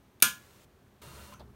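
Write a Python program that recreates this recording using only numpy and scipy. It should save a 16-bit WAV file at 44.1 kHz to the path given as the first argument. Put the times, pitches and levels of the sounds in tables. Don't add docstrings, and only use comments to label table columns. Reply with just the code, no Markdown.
import sys
import numpy as np
from scipy import signal
from scipy.fft import rfft, irfft
from scipy.io import wavfile

SR = 44100
rng = np.random.default_rng(int(sys.argv[2]) if len(sys.argv) > 2 else 0)


def to_wav(s):
    ch = np.atleast_2d(s).T
    pcm = np.round(np.clip(ch, -1, 1) * 32767)
    wavfile.write(sys.argv[1], SR, pcm.astype(np.int16))


N = 68355
T = np.arange(N) / SR
HZ = np.fft.rfftfreq(N, 1 / SR)

# pitch_hz, level_db (per Hz)
ROOM_COLOUR = [(20, -28.5), (40, -10), (65, -1), (130, -2.5), (170, -9), (220, -4), (300, -12.5),
               (380, -7.5), (480, -14.5), (1300, -20.5), (1600, -21.5), (2000, -25), (4000, -29.5),
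               (4900, -33.5), (6200, -32.5), (7600, -36), (9500, -34.5), (10400, -39), (12200, -33.5),
               (15700, -37.5)]
ROOM_DB = -61.5

# start_s, level_db, tilt_db (per octave)
CONTACTS = [(.2010, -48, 0), (.2030, -43, 0), (.2125, -53.5, -3), (.2150, -48, -3.5), (.2228, -34.5, -2.5),
            (0.2237, 0, 5.5), (.2250, -3, 2), (.2261, -6.5, -0.5), (.2273, -4, -0.5)]
CONTACTS_DB, CONTACT_RISE_S, CONTACT_DECAY_S = 11.5, 0.0001514, 0.0016
TILT_FROM_HZ, CONTACT_LOW_CUT_HZ = 2360, 90
# pitch_hz, width_hz, level_db
STEEL_BODY = [(1500, 300, -4.5), (2360, 190, 3.5), (2996, 240, 0), (3580, 330, 3.5), (4600, 440, -2),
              (5580, 170, -7.5), (6700, 260, -1), (8550, 610, -6), (9500, 400, -1), (11300, 660, -2),
              (11666, 460, 3.5), (12840, 280, 0), (13450, 200, -8.5), (14200, 230, -6.5), (14600, 340, -7),
              (15400, 200, -1.5)]
BETWEEN_BODY_DB = -17.5

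# pitch_hz, level_db, t60_s (time to fade by 60 dB)
STEEL_TONES = [(1028, -3, .27), (1218, 0, .19), (1413, 6, .26), (1419, -5, .24), (1539, 4.5, .21),
               (1692, 2.5, .31), (1672, -6, .3), (2304, -1, .17), (2577, -1, .16), (2867, -2, .16),
               (3278, -3, .19), (3550, -3, .16), (4215, -8, .21), (4700, -4, .16), (6614, -2, .16),
               (6696, -2, .16), (8724, -5, .16), (9506, -1, .17), (11752, 7, .12), (12760, 0, .13)]
STEEL_TONES_DB, STEEL_TONES_RISE_S = -30.5, 0.014
# pitch_hz, level_db, t60_s
BENCH_TONES = [(72, -47, .14), (128, -43, .11), (170, -47, .1), (240, -48, 0.16), (320, -47.5, .09)]

# pitch_hz, level_db (per Hz)
TAIL_COLOUR = [(30, -46), (80, -23), (130, -6.5), (220, -6.5), (330, -18.5), (780, -19.5), (1300, -10.5),
               (1550, -6), (1930, -20), (2250, -5.5), (3500, -4.5), (4000, -9), (5500, -8.5), (6600, -1.5),
               (7500, -9), (9450, -1.5), (10300, -13.5), (11700, -6.5), (12800, -6), (13500, -13.5),
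               (15500, -12), (16500, -25.5)]
# pitch_hz, t60_s
TAIL_FADE = [(100, .3), (600, 0.32), (1500, 0.28), (3000, 0.26), (7000, 0.22), (11000, .2), (16000, 0.26)]
TAIL_DB, TAIL_RISE_S = -19, 0.002
RIPPLE_DB, RIPPLE_STEP_HZ, RIPPLE_FROM_HZ = 3.2, 18, 1500

# time_s, level_db
FAINT_HISS_LEVEL = [(.36, -64), (.42, -61), (.50, -62), (.60, -62), (.648, -62), (.658, -81)]
# time_s, level_db
SLIDE_LEVEL = [(1.012, -91), (1.018, -53), (1.10, -54.5), (1.17, -53.5), (1.26, -54), (1.31, -57),
               (1.338, -57.5), (1.352, -67), (1.44, -77)]
# pitch_hz, level_db (per Hz)
HISS_COLOUR = [(300, -2), (600, -2.5), (790, -9.5), (1100, -7.5), (1900, -10.5), (4300, -13.5), (4900, -16),
               (6000, -15), (7700, -16.5), (9500, -16), (10350, -23), (12000, -16), (14500, -23.5),
               (15700, -18)]
HISS_BASS_CUT_HZ = 300
GRAINS_PER_S, GRAIN_SPREAD_DB, GRAIN_SHARE = 5000, 3, 0.4
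# pitch_hz, width_hz, level_db
SLIDE_RESONANCES = [(577, 27, -66), (970, 150, -64), (1244, 38, -66.5), (1374, 41, -66.5), (1500, 22, -71),
                    (2772, 25, -67.5), (3660, 39, -69), (4250, 85, -68.5), (9180, 70, -70),
                    (9570, 180, -70)]

# pitch_hz, width_hz, level_db
FRAME_RESONANCES = [(70.56, 4.4, -56), (130.7, 12, -63.5), (158.3, 11, -68), (209.8, 14, -62),
                    (351, 4.3, -65), (415, 7.4, -66)]
# time_s, level_db
FRAME_LEVEL = [(1.01, -25), (1.03, 0), (1.10, 0), (1.16, -0.5), (1.25, -5.5), (1.33, -3), (1.38, -7),
               (1.42, 1.5), (1.50, -2.5), (1.55, -7)]
# pitch_hz, level_db (per Hz)
RUMBLE_COLOUR = [(25, -8), (60, -0.5), (130, 3.5), (280, -11.5), (600, -16.5), (1200, -15), (2000, -34),
                 (5000, -43)]
RUMBLE_DB = -57

# start_s, level_db, body_hz, body_width_hz, tick_hz, tick_db, crack_db, decay_s
EDGE_KNOCKS = [(1.324, -54, 1040, 70, 2700, -7.5, -7, 0.04),
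               (1.3381, -54, 1310, 400, 6200, -4.5, 3.5, 0.023),
               (1.3959, -46.5, 920, 500, 4350, -9.5, -10, 0.011),
               (1.404, -45.5, 730, 705, 3620, -16.5, -17, .013)]
TICK_WIDTH_HZ, KNOCK_RISE_S = 900, 0.0012
CRACK_DECAY_S, CRACK_TOP_HZ = 0.0028, 6000

TREBLE_LIMIT_HZ = 15900


def amp(db):
    return 10 ** (np.asarray(db) / 20)


def unit(x):
    return x / np.sqrt(np.mean(x ** 2) + 1e-20)


def read(points, hz):
    f, value = np.transpose(points)
    return np.interp(np.log(hz + 1), np.log(f + 1), value)


def level(points):
    times, decibels = np.transpose(points)
    return amp(np.interp(T, times, decibels, left=-200, right=-200))


def add(mix, start_s, sound):
    part = mix[round(start_s * SR):][:len(sound)]
    part += sound[:len(part)]


def noise(gain):
    phase = 2 * np.pi * rng.random(len(HZ))
    return unit(irfft(gain * np.exp(1j * phase), N))


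def peak(pitch_hz, width_hz):
    return 1 / (1 + ((HZ - pitch_hz) / (width_hz / 2)) ** 2)


def resonant_noise(resonances):
    return sum(amp(db) * noise(peak(hz, width)) for hz, width, db in resonances)


def ring(tones):
    out = np.zeros(N)
    for hz, db, t60 in tones:
        fade = np.exp(-np.log(1000) * T / t60)
        out += amp(db) * fade * np.sin(2 * np.pi * hz * T)
    return out


def quiet_room():
    return amp(ROOM_DB) * noise(amp(read(ROOM_COLOUR, HZ)))


def snap():
    out = np.zeros(N)
    body_power = sum((amp(db) * peak(hz, width)) ** 2 for hz, width, db in STEEL_BODY)
    body = np.sqrt(amp(BETWEEN_BODY_DB) ** 2 + body_power)
    octaves = np.log2(np.maximum(HZ, TILT_FROM_HZ))
    envelope = np.exp(-T / CONTACT_DECAY_S) * np.minimum(T / CONTACT_RISE_S, 1)
    for start_s, db, tilt_db in CONTACTS:
        crack = noise(body * amp(tilt_db * octaves)) * envelope
        add(out, start_s, amp(CONTACTS_DB + db) * crack / np.linalg.norm(crack))
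    b, a = signal.butter(2, CONTACT_LOW_CUT_HZ, "high", fs=SR)
    out = signal.lfilter(b, a, out)

    hardest_s = max(CONTACTS, key=lambda row: row[1])[0]
    tail_rise = 1 - np.exp(-T / TAIL_RISE_S)
    add(out, hardest_s, tail_rise * (amp(TAIL_DB) * ringing_tail() + ring(BENCH_TONES)))
    tones_rise = 1 - np.exp(-T / STEEL_TONES_RISE_S)
    add(out, hardest_s, tones_rise * amp(STEEL_TONES_DB) * ring(STEEL_TONES))
    return out


def ringing_tail():
    knots = np.arange(0, SR / 2, RIPPLE_STEP_HZ)
    ripple = np.interp(HZ, knots, rng.standard_normal(len(knots))) * (HZ > RIPPLE_FROM_HZ)
    steady = noise(amp(read(TAIL_COLOUR, HZ) + RIPPLE_DB * ripple))
    hz, t, slices = signal.stft(steady, SR, nperseg=256)
    fade = np.exp(-np.log(1000) * t / read(TAIL_FADE, hz)[:, None])
    return signal.istft(slices * fade, SR, nperseg=256)[1][:N]


def faint_hiss_and_slide():
    happens = rng.random(N) < GRAINS_PER_S / SR
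    boost_db = GRAIN_SPREAD_DB * np.minimum(rng.exponential(1, N), 4)
    grains = happens * rng.standard_normal(N) * amp(boost_db)
    grainy = GRAIN_SHARE * unit(grains) + rng.standard_normal(N)
    bass_cut = HZ / (HZ + HISS_BASS_CUT_HZ)
    hiss = unit(irfft(rfft(grainy) * amp(read(HISS_COLOUR, HZ)) * bass_cut, N))

    slide = level(SLIDE_LEVEL)
    resonances = resonant_noise(SLIDE_RESONANCES) * slide / slide.max()
    return hiss * (level(FAINT_HISS_LEVEL) + slide) + resonances


def frame():
    hum = resonant_noise(FRAME_RESONANCES)
    rumble = amp(RUMBLE_DB) * noise(amp(read(RUMBLE_COLOUR, HZ)))
    return level(FRAME_LEVEL) * (hum + rumble)


def knocks():
    out = np.zeros(N)
    crack_colour = 1 / np.hypot(1, HZ / CRACK_TOP_HZ)
    for start_s, db, body_hz, width_hz, tick_hz, tick_db, crack_db, decay_s in EDGE_KNOCKS:
        tick = amp(tick_db) * noise(peak(tick_hz, TICK_WIDTH_HZ))
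        note = noise(peak(body_hz, width_hz)) + tick
        note *= np.minimum(T / KNOCK_RISE_S, 1) * np.exp(-T / decay_s)
        crack = amp(crack_db) * noise(crack_colour) * np.exp(-T / CRACK_DECAY_S)
        add(out, start_s, amp(db) * (crack + note))
    return out


def scene():
    return (quiet_room() + snap() + faint_hiss_and_slide() + frame() + knocks())[None]


def record(dry):
    lowpass = signal.firwin(401, TREBLE_LIMIT_HZ, window=("kaiser", 9), fs=SR)
    return signal.oaconvolve(np.tanh(dry), lowpass[None], "same")


dry = scene()
out = record(dry)
to_wav(out)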